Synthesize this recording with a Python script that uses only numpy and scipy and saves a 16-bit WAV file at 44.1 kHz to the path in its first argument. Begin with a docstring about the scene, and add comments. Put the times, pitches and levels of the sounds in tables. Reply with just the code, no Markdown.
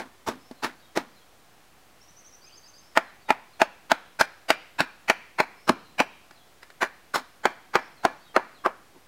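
"""Hammer blows on a wooden roof frame among thin trees, in three runs with a few light taps.
Each blow sums damped modes of the timber and crushed-fibre noise, levelled as thud, knock, clack and crack.
Noise shaped like the blow dies away band by band as scatter from the trunks; part of a blow is blurred.
Small birds call in gliding whistles, with echoes of their own.
Beneath lie a quiet hiss of filtered noise and a faint narrow drone."""
import sys
import numpy as np
from scipy import signal
from scipy.fft import rfft, irfft
from scipy.io import wavfile
from scipy.ndimage import uniform_filter1d

SR = 44100
rng = np.random.default_rng(int(sys.argv[2]) if len(sys.argv) > 2 else 0)


def gain_from_db(level_db):
    """Turn a decibel level (scalar or array-like) into a linear amplitude factor."""
    decades = np.asarray(level_db, float) / 20
    return 10 ** decades


def store_wav(level_fs):
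    """Save 16-bit WAV to argv[1]."""
    pcm = np.round(np.clip(np.atleast_2d(level_fs), -1, 1) * 32767)
    wavfile.write(sys.argv[1], SR, pcm.T.astype(np.int16))


N = 399987

# Borders in Hz between the thud, knock, clack and crack of a blow.
PART_EDGES_HZ = [450, 1250, 3000]
BLUR = 1080  # samples by which the blurred part leads the contact


def evened(x):
    """Normalisation: scales a signal to unit root-mean-square."""
    return x / np.sqrt(np.mean(x ** 2) + 1e-20)


def read(points, hz):
    """Interpolation on a logarithmic frequency axis."""
    f, value = np.transpose(points)
    return np.interp(np.log(hz + 1), np.log(f + 1), value)


def coloured(x, points):
    """Linear filtering: multiplies the spectrum by a table of (Hz, dB)."""
    gain = gain_from_db(read(points, np.fft.rfftfreq(len(x), 1 / SR)))
    return irfft(rfft(x) * gain, len(x))


def add(mix, at, sound):
    """Superposition: adds a sound from sample at, which may lie before the start."""
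    part = mix[max(at, 0):][:len(sound) + min(at, 0)]
    part += sound[max(-at, 0):][:len(part)]


def lumpy(shape, span, depth_db):
    """Random amplitude modulation, with lumps about span samples long."""
    lumps = evened(uniform_filter1d(rng.standard_normal(shape), span))
    return evened(gain_from_db(depth_db * lumps))


def scattered(sound, size, width_hz):
    """Phase randomisation: noise with the smoothed power spectrum of a sound."""
    power = uniform_filter1d(abs(rfft(sound, size)) ** 2, round(width_hz * size / SR))
    return irfft(rfft(rng.standard_normal(size)) * np.sqrt(abs(power)), size)


def air():
    """Broadband noise with faint spectral patches, and resonance-filtered noise as a drone far off."""
    # Each row: frequency in Hz, relative spectral density in dB per Hz.
    hiss_spectrum = [(24, -46), (40, 4), (236, -8.5), (335, -7), (371, -8), (710, -7.5), (935, -9.5),
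                     (1030, -8.5), (15800, -25.5)]
    hiss_db, drone_db = -57, -72.5  # rms levels
    drone_hz, drone_width_hz = 735, 40
    frames, hz = N // 256 + 5, np.fft.rfftfreq(1024, 1 / SR)
    real, imaginary, patches = rng.standard_normal((frames, 513, 3)).T
    patches = uniform_filter1d(uniform_filter1d(patches, 12, 0), 14, 1)
    gain = gain_from_db(read(hiss_spectrum, hz)[:, None] + 0.27 * evened(patches))
    hiss = signal.istft((real + 1j * imaginary) * gain, nperseg=1024, noverlap=768)[1][:N]
    resonance = signal.iirpeak(drone_hz, drone_hz / drone_width_hz, SR)
    drone = signal.lfilter(*resonance, rng.standard_normal(N))
    return gain_from_db(hiss_db) * evened(hiss) + gain_from_db(drone_db) * evened(drone)


def grove(sound, width_hz):
    """Diffuse scattering: dense echoes off the trunks gather, then each band decays at its own rate."""
    # Each row: frequency in Hz, time in s for the echoes to decay by 60 dB.
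    decay_times = [(150, 0.76), (500, 0.4663), (1500, .5), (3000, 0.7451), (6000, 0.5456), (14000, 0.85)]
    # Each row: frequency in Hz, relative level of the echoes in dB.
    echo_spectrum = [(150, -19), (500, -23), (1500, -16), (3000, -17.5), (6000, -19), (14000, -58)]
    hz, t, z = signal.stft(scattered(sound, SR * 2 // 3, width_hz), SR, nperseg=256)
    t60 = read(decay_times, hz)[:, None]
    z *= gain_from_db(read(echo_spectrum, hz)[:, None] - 60 * t / t60)
    z /= np.sqrt(t60 * SR / np.log(1e6))  # the table sets the energy, whatever the decay time
    tail = signal.istft(z, SR, nperseg=256)[1]
    return tail * (1 - np.exp(-np.arange(len(tail)) / SR / 0.002))


def bird(s, length, first_hz, middle_hz, last_hz, db):
    """Frequency modulation: a slightly unsteady whistle bends through three pitches."""
    u = np.linspace(0, 1, round(length * SR))
    bend = np.polyval(np.polyfit([0, .5, 1], [first_hz, middle_hz, last_hz], 2), u)
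    hz = bend * (1 + 0.018 * evened(uniform_filter1d(rng.standard_normal(len(u)), 60)))
    whistle = np.sqrt(2) * np.sin(2 * np.pi * np.cumsum(hz) / SR)
    envelope = np.sin(np.pi * u) ** 0.34 * lumpy(len(u), 250, 2.8)
    return round(s * SR), gain_from_db(db) * whistle * envelope


def notes():
    """Sequencing: lays out gliding tones as (s, length s, first Hz, middle Hz, last Hz, dB)."""
    # A far bird repeats a phrase of four figures.
    # Each row: starts of rise, dip, stairs and slide in seconds, level in dB.
    phrases = [(.38, .535, .776, 1.13, -65.5), (2.79, 3.02, 3.2, 3.5, -64.5),
               (5.555, 5.815, 6.05, 6.325, -63), (7.75, 7.95, 8.2, 8.515, -62)]
    # The notes of each figure. Each row: delay after the figure's start in seconds, length in seconds,
    # first, middle and last pitch in Hz, level in dB relative to the figure.
    rise, dip = [(0, .14, 5150, 5290, 5650, -2.5)], [(.015, .075, 4400, 4080, 4000, -1.1)]
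    stairs, slide = [(0, .045, 4400, 4530, 4500, -3), (.045, .045, 3900, 3770, 3700, .1),
                     (.075, .06, 3350, 3200, 3180, -2.5)], [(0, .025, 4870, 4800, 4700, -5), (.027, .04, 4300, 4080, 3700, .1),
                                     (.068, .04, 3550, 3300, 3270, -1.5)]
    # A nearer bird opens with quick upward chirps. Each row: start in seconds, top pitch in Hz, level in dB.
    chirp_rows = [(2.008, 5900, -59), (2.072, 6060, -60), (2.164, 6330, -55), (2.244, 6270, -54),
                  (2.323, 6080, -55)]
    # Then it leaps from a low note to a high one. Each row: start in seconds, level in dB.
    leaps = [(2.416, -56), (2.522, -54), (2.632, -55), (2.732, -56)]
    # The notes of a leap, with the columns of the figures above.
    leap = [(0, .045, 4600, 4800, 5300, .1), (.045, .03, 6200, 6270, 6250, .1)]
    # A third, lower bird: start and length in seconds, first, middle and last pitch in Hz, level in dB.
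    slur = (2.43, .12, 2300, 2680, 3500, -63)
    chirp_s, chirp_start, chirp_middle = .045, .88, .975  # length; first, middle pitch as shares of the top
    sung = [(s, db, leap) for s, db in leaps]
    for *starts, db in phrases:
        sung += [(s, db, figure) for s, figure in zip(starts, [rise, dip, stairs, slide])]
    rows = [slur]
    for s, hz, db in chirp_rows:
        rows.append((s, chirp_s, chirp_start * hz, chirp_middle * hz, hz, db))
    for s, db, figure in sung:
        rows += [(s + late, *shape, db + note_db) for late, *shape, note_db in figure]
    return rows


def ring(spot, t):
    """Modal synthesis: damped sines of the frame, varied a little as no two blows land alike."""
    # Each row: frequency in Hz, time to decay by 60 dB in s, relative level in dB struck at spots 1, 2, 3, 4.
    frame_modes = [(178, 0.058, -17, -5.5, -14.5, -5.5), (261.6, 0.026, 4.5, 8, -0.5, 3.5),
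                   (356.4, 0.047, 3, -0.5, -10.5, 4), (530.5, 0.023, -0.5, -7.5, -12, -9.5),
                   (651.6, 0.046, 0, 1, -6, -7.5), (868.4, 0.034, 6, 5.5, -1.5, -4),
                   (977, 0.4, -40, -51, -42, -42), (1008, 0.011, -15, -15, -9.5, 1.5),
                   (1085, 0.089, -59, -53, -93, -40), (1320, 0.0081, -1.5, -1, -17, 2.5),
                   (1482, 0.011, -8, 5, 3, 7.5), (1712, 0.16, -26, -38, -28, -15),
                   (1916, 0.0072, 3, 3, -6, 4.5), (2237, .02, -5.5, -10, -7, -5),
                   (2364, 0.26, -47, -34.5, -27.5, -25), (2605, 0.0079, -21, 4.5, 2, -34),
                   (3200, 0.21, -55, -40.5, -61, -64)]
    hz, t60, *spots = np.transpose(frame_modes)
    db = spots[spot]
    strength, detune, turn = rng.standard_normal((3, len(hz), 1))
    phase = 2 * np.pi * (hz[:, None] * (1 + 0.00783 * detune) * t + 0.18 * turn)
    decay = gain_from_db(db[:, None] + 0.56 * strength - 60 * t / t60[:, None])
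    modes = decay * np.sin(phase) * lumpy(phase.shape, 700, 2.6)  # each mode wavers slowly at random
    return modes.sum(0) * np.sin(np.pi / 2 * np.minimum(t / .0012, 1)) ** 2


def crushed_fibres(spot, blurred, t):
    """High modal density: countless small modes merge into decaying noise, and loose joints rattle on."""
    # Each row: frequency in Hz, relative spectral density in dB per Hz.
    crunch_spectrum = [(100, -33), (250, 15), (460, -4), (800, 0.5), (1500, -2), (2600, -10.5),
                       (3300, -19.5), (4500, -23.5), (7000, -34), (15000, -48)]
    # A row for each spot: relative rattle level of an unblurred blow in dB, time to decay by 60 dB in s.
    rattles = [(-15, 0.22), (-31, 0.25), (-28, 0.17), (-17.5, 0.15)]
    rattle_db, rattle_t60 = rattles[spot]
    crunch = evened(coloured(rng.standard_normal(len(t)), crunch_spectrum))
    treble = signal.butter(4, PART_EDGES_HZ[-1], "high", fs=SR, output="sos")
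    bright = signal.sosfilt(treble, crunch)
    # the rattle level rises with the blurred share
    rattle = lumpy(len(t), 90, 3.4) * gain_from_db(rattle_db + 20.3 * blurred - 60 * t / rattle_t60)
    snap = bright * gain_from_db(13 - 60 * (t / 0.0105) ** 2)  # the treble snaps first
    crunch = crunch * (gain_from_db(-60 * t / 0.035) + rattle) + snap
    return crunch * (1 - np.exp(-t / 0.002))  # the fibres crush for a moment after the contact


def opening(x):
    """Equivalent sine amplitude: root two times the rms of the first 6 ms."""
    return np.sqrt(2 * np.mean(x[:SR * 6 // 1000] ** 2))


def balanced(body, spot, knock_db, hard_db, crack_over_db):
    """Band equalisation: sets thud, knock, clack and crack by their level at the contact."""
    # Thud over the knock of a full blow of hardness 0, in dB, at spots 1, 2, 3, 4.
    thud_over_db = [-7, -13.5, -11, -16]
    thud_per_hard = -.55  # dB for each dB of hardness
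    full_db, thud_per_light = -10.5, .25  # light blows keep more thud: dB for each dB under a full blow
    size = len(body)
    spectrum = rfft(body)
    part = np.searchsorted(PART_EDGES_HZ, np.fft.rfftfreq(size, 1 / SR))
    layers = [irfft(spectrum * (part == k), size) for k in range(4)]
    thud_db = knock_db + thud_over_db[spot] + thud_per_hard * hard_db
    thud_db += thud_per_light * (full_db - knock_db)
    levels = [thud_db, knock_db, knock_db + hard_db, knock_db + crack_over_db]
    gains = [gain_from_db(db) / opening(x[BLUR:]) for db, x in zip(levels, layers)]
    return irfft(spectrum * uniform_filter1d(np.take(gains, part), 120), size)


def smeared(sharp):
    """Temporal spreading: noise with the blow's spectrum swells before the contact and fades after it."""
    # Each row: frequency in Hz, gain of the blurred part in dB.
    smear_colour = [(300, -2.5), (1500, 6.5), (4000, 5), (12000, 7)]
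    lag = np.arange(-BLUR, 2 * BLUR) / BLUR
    rise = np.sin(np.pi / 2 * np.minimum(1.1 * (1 + lag), 1)) ** 2.0
    swell = np.where(lag < 0, rise, gain_from_db(-12 * lag))
    noise = coloured(scattered(sharp, len(sharp), 185), smear_colour)[:len(lag)]
    return noise * lumpy(len(lag), 90, 2.1) * swell / np.linalg.norm(swell)


def blow(s, knock_db, hard_db, crack_over_db, blurred):
    """Impact excitation: the struck frame rings and crunches, and its sound wakes the grove."""
    # The hammer moves to another spot of the frame at these times in seconds.
    moves = [2, 4.4, 6.2]
    # How strongly a blow at spots 1, 2, 3, 4 wakes the grove, in dB.
    wake_db = [-1.2, -2.3, -0.33, 1]
    t = np.arange(SR // 3) / SR
    spot = np.searchsorted(moves, s)
    body = ring(spot, t) + gain_from_db(4.5) * crushed_fibres(spot, blurred, t)
    sharp = balanced(np.pad(body, (BLUR, BLUR)), spot, knock_db, hard_db, crack_over_db)
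    share, at = np.clip(blurred, 0, 1), round(s * SR)
    return [(at - BLUR, np.sqrt(1 - share) * sharp),
            (at - BLUR, np.sqrt(share) * smeared(sharp)),
            (at, gain_from_db(wake_db[spot]) * grove(sharp, 380))]


def scene():
    """Superposition of hammer, birds and their echoes over the air."""
    # Each row: contact in seconds, opening level of the knock (450-1250 Hz) in dB before blurring,
    # hardness as clack over knock in dB, crack over knock in dB, blurred share from 0 to 1.
    blows = [(-.012, -21.5, -5, -13, .42), (.284, -21.5, -9, -10.5, .4), (.511, -41, -11, -8, 0),
             (.644, -21.5, -3.5, -7, .35), (.972, -16.5, -6.5, -10.5, .09), (2.973, -8, -1.5, -13, .02),
             (3.304, -8, -4, -16.5, .04), (3.616, -8, -3.5, -13, .04), (3.916, -8, -1.5, -9.5, .02),
             (4.21, -10, .4, -7.5, .08), (4.503, -10.5, .1, -6, .04), (4.804, -13, .1, -7.5, .1),
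             (5.098, -12.5, 3, -6.5, .03), (5.401, -11.5, -1.5, -12, .09), (5.692, -9.5, -5.5, -10.5, .04),
             (6.001, -12, -1.1, -10.5, .11), (6.309, -50, 4, -1.5, 0), (6.63, -48, 7, 1.1, .04),
             (6.702, -52, 7, .4, 0), (6.827, -17, -1.5, -11, .3), (7.157, -17.5, -3, -7, .45),
             (7.454, -10.5, -3, -12, .01), (7.504, -42, -3, -9, .25), (7.754, -10.5, -2.1, -12, .04),
             (8.05, -9, -6.5, -15, .01), (8.363, -10.5, -2.5, -14.5, .01), (8.66, -13.5, -5.5, -20.5, .07),
             (8.964, -56, -30, -14, .65)]
    mix = air()
    for row in blows:
        for at, sound in blow(*row):
            add(mix, at, sound)
    for row in notes():
        at, note = bird(*row)
        add(mix, at, note)
        add(mix, at + len(note) // 2, gain_from_db(16) * grove(note, 120))  # all bird notes have strong echoes
    return mix[None]


def roll_off(x):
    """The treble ends steeply here."""
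    return signal.sosfilt(signal.butter(12, 17020, fs=SR, output="sos"), x)


def record(dry):
    """Nonlinear transduction and compression: a lopsided microphone, then gain that dips and climbs back."""
    # Each row: frequency in Hz, gain of the microphone in dB.
    microphone = [(20, -16), (90, -5), (200, 0), (15800, 0), (16100, -60)]
    lopsided = .13  # the microphone answers a push a little more than a pull
    climb_db_per_s, threshold_db = 110, -32  # fall of the held level; level above which the gain dips
    dip_per_db = 0.085  # dB of dip for each dB over the threshold
    offset = .00104  # steady voltage offset of the converter
    bent = dry[0] + lopsided * dry[0] ** 2
    squeezed = bent / (1 + bent ** 4) ** (1 / 4)  # acts on the loudest peaks
    heard = coloured(squeezed, microphone)
    power_db = 10 * np.log10(abs(uniform_filter1d(heard ** 2, 200)) + 1e-12)
    climb = np.arange(N) * climb_db_per_s / SR
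    held_db = np.maximum.accumulate(power_db + climb) - climb  # peak level, falling steadily
    over_db = np.maximum(held_db - threshold_db, 0)
    late_db = signal.lfilter([.0008], [1, .0008 - 1], over_db)  # follows about 30 ms late
    finished = heard / gain_from_db(dip_per_db * late_db) + offset
    return roll_off(finished)


dry = scene()
out = record(dry)
store_wav(out)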